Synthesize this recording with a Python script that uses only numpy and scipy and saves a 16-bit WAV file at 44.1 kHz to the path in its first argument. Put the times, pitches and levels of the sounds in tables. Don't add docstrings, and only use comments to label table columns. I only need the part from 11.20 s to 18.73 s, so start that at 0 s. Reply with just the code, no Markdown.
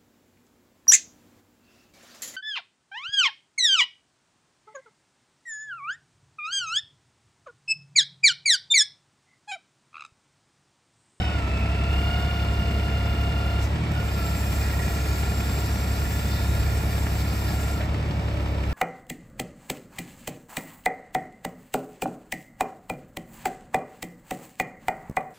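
import sys
import numpy as np
from scipy import signal
from scipy.fft import rfft, irfft, next_fast_len
from scipy.io import wavfile

SR = 44100
rng = np.random.default_rng(int(sys.argv[2]) if len(sys.argv) > 2 else 0)


def pcm_store(signal):
    levels = np.round(np.clip(np.atleast_2d(signal), -1, 1) * 32767)
    wavfile.write(sys.argv[1], SR, levels.astype(np.int16).T)


N = 332073


def from_db(db):
    return 10 ** (np.asarray(db) / 20)


def rms_one(x):
    return x / np.sqrt(np.mean(x ** 2) + 1e-20)


def clock():
    return np.arange(N) / SR


def in_time(rows):
    seconds, values = np.transpose(rows)
    return np.interp(clock(), seconds, values)


def at_hz(points, hz):
    table_hz, values = np.transpose(points)
    return np.interp(np.log(hz + 1e-9), np.log(table_hz), values)


def lagged(x, lag_s):
    r = np.exp(-1 / (lag_s * SR))
    return signal.lfilter([1 - r], [1, -r], x)


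def drift(rate):
    step = 40
    r = np.exp(-2 * np.pi * step * rate / SR)
    noise = rng.standard_normal(N // step + 2002)
    slow = signal.lfilter([1], [1, -2 * r, r * r], noise)[2000:]
    return np.interp(np.arange(N) / step, np.arange(len(slow)), rms_one(slow))


def band(x, low_hz, high_hz):
    edges_hz = [low_hz, min(high_hz, SR / 2 - 1000)]
    return signal.sosfilt(signal.butter(2, edges_hz, "band", fs=SR, output="sos"), x)


# frequency in Hz, likeness (1 = the same).
LIKENESS = [(60, .95), (150, .97), (350, .78), (800, .7), (1500, .4), (2800, .7), (4300, .75), (5700, .4),
            (7400, .8), (10000, .95), (12000, .8), (15000, .85)]


def coloured_noise(spectrum):
    size = next_fast_len(N)
    hz = np.arange(size // 2 + 1) * SR / size
    white = rfft(rng.standard_normal((2, size)))
    mid, side = white * from_db(at_hz(spectrum, hz)) * (hz > 20)
    alike = np.clip(at_hz(LIKENESS, hz), -1, 1)
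    pair = np.sqrt(1 + alike) * mid + np.sqrt(1 - alike) * side * [[1], [-1]]
    return rms_one(irfft(pair, size)[:, :N])


def unsteady_tone(hz, width_hz):
    angle = 2 * np.pi * np.cumsum(hz * np.ones(N)) / SR
    return rms_one(drift(width_hz / 2) * np.cos(angle) + drift(width_hz / 2) * np.sin(angle))


def singing(tones, waver=0.0, swell_db=0.0):
    out = np.zeros(N)
    for hz, width_hz, db in tones:
        tone = unsteady_tone(hz * (1 + waver * drift(3)), width_hz)
        out += from_db(db + swell_db * drift(2.2)) * tone
    return out


def stroke(start, end, open_s, close_s):
    return np.clip((clock() - start) / open_s, 0, 1) * np.clip((end - clock()) / close_s, 0, 1)


# middle in seconds, time to fall to 1/e on either side in seconds, level in dB.
WIND_PUFFS = [(.76, .07, -33), (3.36, .09, -36), (4.87, .07, -35), (5.42, .18, -27.5)]


def wind(own_share=0.27):
    strength = sum(from_db(db) * np.exp(-((clock() - s) / length) ** 2) for s, length, db in WIND_PUFFS)
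    eddies = rng.standard_normal(N) + own_share * rng.standard_normal((2, N))
    return strength * rms_one(band(eddies, low_hz=42.7, high_hz=105.0))


# start in seconds, level in dB, centre in Hz, width in octaves, decay to 1/e in seconds.
CLUNKS = [(2.021, -44, 1780, 2.06, .005), (2.72, -37, 11980, 0.77, .001), (3.497, -32, 1904, 0.48, 0.0065),
          (4.203, -31, 2200, 0.71, 0.0054), (5.867, -37, 2193, 0.68, .005),
          (6.399, -32.5, 1720, 0.63, 0.0061), (6.6, -33, 640, 0.25, 0.033), (6.607, -35, 1902, 1.2, 0.03),
          (6.912, -44, 2317, 0.78, 0.0051), (7.259, -35, 1897, 0.92, 0.0065)]


def mast():
    out = np.zeros(N)
    for start, db, hz, octaves, decay_s in CLUNKS:
        age = clock() - start
        reach = 2 ** (octaves / 2)
        body = rms_one(band(rng.standard_normal(N), hz / reach, hz * reach))
        out += from_db(db) * body * (age > 0) * np.exp(-np.abs(age) / decay_s)
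    return out


# centre in Hz, width in Hz, relative level in dB.
FRAME = [(213, 14, 3), (306, 16, 0), (580, 28, -1)]
DRONE_DB, DRONE_DAMPED_DB, DRONE_LAG_S = -42.5, 9.5, 0.034


def frame_drone(firings, firing_hz, loaded, flutter_db=0.8):
    out = np.zeros(N)
    for hz, width_hz, db in FRAME:
        hum = np.zeros(N)
        for k in round(hz / np.median(firing_hz)) + np.arange(-1, 2):
            mistuning = 2 * (k * firing_hz - hz) / width_hz
            hum += np.sin(2 * np.pi * k * firings) / np.hypot(1, mistuning)
        out += from_db(db + flutter_db * drift(5.1)) * hum
    return from_db(DRONE_DB - DRONE_DAMPED_DB * lagged(loaded, DRONE_LAG_S)) * out


def patchy(x, depth_db=1.57, edges_hz=(1500, 3000, 6000, 9000, 12500, 16000)):
    out = x.copy()
    for low, high in zip(edges_hz, edges_hz[1:]):
        out += band(x, low, high) * (from_db(depth_db * drift(9)) - 1)
    return out


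# start in seconds, end in seconds, valve opening time in seconds, hiss level in dB.
TRAVELS = [(0.675, 2.54, 0.064, -56.5), (2.68, 6.677, 0.44, -42.5)]
VALVE_CLOSE_S, BYPASS_DB = 0.2, -56


def oil_flow():
    flow = from_db(BYPASS_DB)
    for start, end, open_s, db in TRAVELS:
        flow = flow + from_db(db) * stroke(start, end, open_s, VALVE_CLOSE_S)
    return flow


# frequency in Hz, relative level in dB per Hz.
HISS = [(600, -16), (1400, -8), (1900, -1), (2400, 0), (3000, -4), (4000, 1), (5200, 3), (6200, -3.5),
        (7000, -2.5), (8500, 1), (10000, -2), (13000, -2.5), (15500, -3.5)]
# centre in Hz, width in Hz, dB relative to the hiss.
HOSES = [(1665, 28, -14), (1790, 60, -15), (1915, 80, -12.5), (2330, 70, -15), (2440, 90, -11.5),
         (3520, 100, -20), (5080, 180, -18)]


def oil_hiss(flow, flicker_db=0.83, gurgle_db=2.5):
    hoses = singing(HOSES, waver=.012, swell_db=1.5) * from_db(gurgle_db * drift(30))
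    return flow * from_db(flicker_db * drift(25)) * (patchy(coloured_noise(HISS)) + hoses)


# frequency in Hz, relative level in dB per Hz.
SPURT = [(2000, -10), (5500, 2), (8500, -2), (11000, -8), (15500, -12)]
SPURT_S, SPURT_LENGTH_S, SPURT_DB = 2.435, 0.032, -42


def oil_spurt():
    swell = np.exp(-((clock() - SPURT_S) / SPURT_LENGTH_S) ** 2)
    return from_db(SPURT_DB) * swell * coloured_noise(SPURT)


# centre in Hz, width in Hz, relative level in dB.
WHISTLE_TONES = [(7555, 60, -1.5), (7615, 50, -7), (7350, 450, -9), (8450, 400, -8), (9560, 140, -8),
                 (10680, 140, -7), (13200, 200, -11)]
WHISTLE_DB, WHISTLE_ONSET_DB, WHISTLE_KNEE_DB, WHISTLE_FADE_DB_PER_S = -48.5, -45, 3, 1.65


def valve_whistle(flow):
    excess_db = 20 * np.log10(flow) - WHISTLE_ONSET_DB
    whistling = .5 + .5 * np.tanh(excess_db / WHISTLE_KNEE_DB)
    level_db = WHISTLE_DB - WHISTLE_FADE_DB_PER_S * np.cumsum(whistling) / SR
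    return from_db(level_db) * whistling * singing(WHISTLE_TONES, waver=0.0035, swell_db=2.0)


# start in seconds, length in seconds, starting pitch in Hz, glide in Hz per second, level in dB.
GLIDING_TONES = [(0.026, 0.11, 2590, 55, -43), (.23, 0.32, 2623, -150, -41.5),
                 (.48, 0.31, 2586, 300, -42.5), (0.681, 0.47, 2842, 57, -39.5), (.78, .34, 4380, 40, -57),
                 (2.441, 0.12, 1982, -750, -47), (2.691, 0.063, 1812, -800, -45),
                 (3.344, 0.39, 1874, 90, -44.5), (3.62, 0.41, 6277, 1380, -53),
                 (4.4, 0.27, 5600, 1080, -53), (4.88, 0.55, 3490, 551, -50.5)]


def gliding_tones(width_share=0.032):
    out = np.zeros(N)
    for start, length, hz, glide_hz_per_s, db in GLIDING_TONES:
        age = np.clip(clock() - start, 0, length)
        swell = np.sqrt(np.abs(np.sin(np.pi * age / length)))
        out += from_db(db) * swell * unsteady_tone(hz + glide_hz_per_s * age, width_share * hz)
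    return out


# delay in seconds, change of delay in seconds per second, level in dB.
BOUNCES = [(.0026, -.00005, -16), (.0043, .00007, -15), (.0061, -.00009, -17)]


def bounced(x):
    out = x.copy()
    for delay_s, slide_s_per_s, db in BOUNCES:
        sent = clock() - delay_s - slide_s_per_s * clock()
        out += from_db(db) * np.array([np.interp(sent, clock(), side) for side in x])
    return out


def valve_and_glides():
    flow = oil_flow()
    return bounced(oil_hiss(flow) + oil_spurt() + valve_whistle(flow) + gliding_tones())


# start in seconds, end in seconds, oil pressure at the set engine speed (1 = full lift).
LOADS = [(-.06, 2.48, 1.05), (2.71, 6.63, 0.36), (7.46, 8, 0.62)]
GOVERNED_RPM, LOAD_RAMP_S = 1370, 0.056
PRESSURE_PER_RPM, RELIEF_PRESSURE = 0.0057, 1.11


def pump_load(rpm):
    loaded, pressure = np.zeros((2, N))
    for start, end, held in LOADS:
        on = stroke(start, end, LOAD_RAMP_S, LOAD_RAMP_S)
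        climbing = held + PRESSURE_PER_RPM * (rpm - GOVERNED_RPM)
        loaded += on
        pressure += on * np.clip(climbing, 0, RELIEF_PRESSURE)
    return loaded, pressure


# time in seconds, change of level in dB.
WHINE_LEVEL = [(0, -0.5), (.3, -1), (.8, 0), (.95, 2.5), (1.25, -0.5), (2.45, 0), (2.74, 2), (2.82, 0),
               (2.92, -5), (2.99, 3), (3.1, 1), (3.2, -6), (3.35, -2), (4.25, -2), (4.65, -6), (5.05, -3),
               (5.7, -5), (6.1, -6), (6.55, -1), (7.5, -1.5)]
# frequency in Hz, gain in dB.
HOUSING = [(1250, -1), (1370, 0), (1410, 0), (1440, 3), (1490, -4), (1600, -6), (2050, 0), (2400, -1),
           (2700, -1), (2850, 0), (3050, 4), (3330, -6), (3520, 0), (3620, -1), (3750, 6), (4020, -10),
           (4210, 0), (4330, -3), (4550, -10), (4720, -6), (4930, 0), (5050, 0), (5230, 8)]
# multiple of the firing rate, level in dB at pressure 1,
# dB lost without pressure, dB down one firing rate to either side, moment of the surge in firings,
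# chirp in radians that smears each throb.
WHINE = [(20.26, -41, 5.5, 12, .55, 0.1), (39.46, -54, -4.5, 18, .56, 0.085),
         (40.79, -43, 2.5, 12, .56, 0.54), (61.3, -53, 8, 7, .15, 0.73), (82.3, -43, 15, 2.5, .12, 1),
         (102.3, -54, 17, 5, .17, 0.19), (123.4, -55.5, 4, 16, .25, .6), (143.2, -57, 13, 9, .25, 0.6)]


def pump_whine(firings, firing_hz, loaded, pressure, jitter=0.055, flutter_db=1.0, ragged=.3,
               churn_db=-14, churn_width=0.057):
    mesh = 2 * np.pi * firings + jitter / 20 * drift(34)
    out = np.zeros(N)
    for multiple, db, slack_db, falloff_db, surge_at, chirp in WHINE:
        hz = multiple * firing_hz
        angle, stray = mesh - 2 * np.pi * surge_at, ragged * drift(27)
        churn = unsteady_tone(hz, churn_width * hz.mean())
        partial = from_db(churn_db + at_hz(HOUSING, hz)) * churn
        lines = round(multiple) + np.arange(-1, 2)
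        shares = from_db(-falloff_db * (lines - multiple) ** 2)
        shares *= np.sqrt(2 / np.sum(shares ** 2))
        for k, share in zip(lines, shares):
            offset = k - multiple
            line = np.cos(k * angle + chirp * offset ** 2 + stray * offset)
            partial += share * from_db(at_hz(HOUSING, k * firing_hz)) * line
        out += from_db(db - slack_db * (1 - pressure) + flutter_db * drift(25)) * partial
    return loaded * from_db(in_time(WHINE_LEVEL)) * out


# position in firings (0-3), relative level in dB.
KNOCKS = [(.74, -2), (.87, -3), (1.33, -10), (1.792, -6), (2.0, -7), (2.7, -9), (2.87, -6.5)]


def knocking(firings, scatter_db=4.0, limit_db=4.0, steady=0.34, decay_s=0.0032):
    blows = np.zeros(N)
    for position, db in KNOCKS:
        at = np.flatnonzero(np.diff(np.floor((firings - position) / 3)) > 0)
        stray_db = np.clip(scatter_db * rng.standard_normal(len(at)), -limit_db, limit_db)
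        blows[at] += from_db(db + stray_db) ** 2
    energy = signal.lfilter([1], [1, -np.exp(-1 / (decay_s * SR))], blows)
    return rms_one(np.sqrt(energy + steady))


# frequency in Hz, relative level in dB per Hz.
CLATTER = [(200, -5.5), (500, -0.5), (900, -3), (1250, 1.5), (1550, -6), (1900, -1), (2400, -0.5),
           (3000, -1.5), (4000, -11.5), (5100, -11.5), (6300, -20.5), (8500, -15), (11500, -48),
           (15500, -44)]
# centre in Hz, width in Hz, relative level in dB.
COVERS = [(957, 82, 2), (1319, 37, 3), (1413, 53, 1), (1748, 87, 1), (1864, 130, 1), (2280, 114, 3)]
CLATTER_DB, CLATTER_RACING_DB, CLATTER_FADE_DB_PER_S = -39.5, 1, 0.5


def block_clatter(knocks, racing, covers_db=-4.0):
    covers = rms_one(np.array([singing(COVERS), singing(COVERS)]))
    block = coloured_noise(CLATTER) + from_db(covers_db) * covers
    level_db = CLATTER_DB + CLATTER_RACING_DB * racing - CLATTER_FADE_DB_PER_S * clock()
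    return from_db(level_db) * block * knocks


# frequency in Hz, relative level in dB per Hz.
RUMBLE = [(25, -11), (45, 0.5), (80, 1), (150, -1.5), (210, -1.5), (280, -9), (400, -8.5), (520, -14),
          (700, -10.5), (1000, -15.5), (1500, -23), (2500, -28.5), (5000, -32.5), (15000, -72)]


def block_rumble(knocks, level_db=-32):
    return from_db(level_db) * coloured_noise(RUMBLE) * rms_one(knocks ** 0.75)


# multiple of the four-stroke cycle rate, relative level in dB.
EXHAUST = [(3, -21.5), (4, -23), (5, -11), (6, 1.2), (7, -20.5), (9, -3.5), (12, -11.5), (13, -17),
           (14, -24.5), (15, -16.5), (16, -23), (18, -15), (21, -31.5), (24, -24), (27, -19.5), (36, -31.5),
           (39, -24.5), (48, -28.5), (54, -37)]
EXHAUST_DB, EXHAUST_LOAD_DB, EXHAUST_CUT_DB, BARK_DB = -25.2, 1.63, 3, 9
FUEL_LAG_S, BARK_LAG_S = 0.066, 0.042


def exhaust(firings, racing, loaded, pressure, waver_db=0.2, rough=0.12, dispersion=.1):
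    fuel_cut = lagged(racing, FUEL_LAG_S)
    barking = lagged(racing * (1 - loaded), BARK_LAG_S)
    out, swell = np.zeros(N), from_db(waver_db * drift(25))
    for multiple, db in EXHAUST:
        smear = rough * multiple / 20 * drift(4.6)
        lag = dispersion * (multiple - 6) * (multiple - 9)
        bark = np.interp(multiple, [7, 12, 18, 24], [0, 1, 1, 0])
        gain = from_db(db + bark * BARK_DB * barking)
        out += gain * np.cos(2 * np.pi * multiple * firings / 3 - lag + smear)
    level_db = EXHAUST_DB + EXHAUST_LOAD_DB * pressure - EXHAUST_CUT_DB * fuel_cut
    return from_db(level_db) * rms_one(out) * swell


# time in seconds, speed in rpm.
SPEED = [(0, 1473), (0.14, 1411), (0.25, 1291), (0.45, 1334), (0.72, 1361), (0.92, 1393), (1.14, 1387),
         (1.3, 1370), (1.9, 1371), (2.46, 1366), (2.62, 1553), (2.73, 1452), (2.86, 1384), (3.03, 1333),
         (3.2, 1359), (3.42, 1365), (5, 1375), (6.65, 1365), (6.79, 1451), (7.15, 1370), (7.53, 1316)]
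FUEL_CUT_RPM = 80


def scene(first_firing=.145):
    rpm = in_time(SPEED)
    firing_hz = rpm / 60 * 3 / 2
    firings = first_firing + np.cumsum(firing_hz) / SR
    racing = np.clip((rpm - GOVERNED_RPM) / FUEL_CUT_RPM, 0, 1)
    loaded, pressure = pump_load(rpm)
    knocks = knocking(firings)
    background = wind() + mast() + frame_drone(firings, firing_hz, loaded)
    hydraulics = valve_and_glides() + pump_whine(firings, firing_hz, loaded, pressure)
    engine = block_clatter(knocks, racing) + block_rumble(knocks)
    engine = engine + exhaust(firings, racing, loaded, pressure)
    return background + hydraulics + engine


# frequency in Hz, radians by which left leads.
PORT_PHASE = [(100, 0), (650, .4), (1250, 1.9), (1650, -.3), (2200, .4), (3100, 2.6), (3800, 6.6),
              (4500, 6.7), (5100, 7.7), (5900, 5.8), (7200, 6.2), (9500, 3.3), (10900, 3.0), (12600, .2),
              (14400, -.2), (15700, -2.8)]
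# frequency in Hz, left minus right in dB.
BALANCE = [(100, -.2), (600, -.2), (900, 2), (1500, -3), (2400, -4), (3400, 5), (4200, .5), (5800, 3.5),
           (7500, 1), (9500, 0)]
CUTOFF_HZ = 15700


def record(dry):
    size = next_fast_len(N + SR // 10)
    hz = np.arange(size // 2 + 1) * SR / size
    half = from_db(at_hz(BALANCE, hz) / 2) * np.exp(1j * at_hz(PORT_PHASE, hz) / 2)
    heard = irfft(rfft(dry, size) * np.array([half, 1 / half]), size)[:, :N]
    return signal.sosfilt(signal.ellip(12, .1, 80, CUTOFF_HZ, fs=SR, output="sos"), heard)


dry = scene()
out = record(dry)
pcm_store(out)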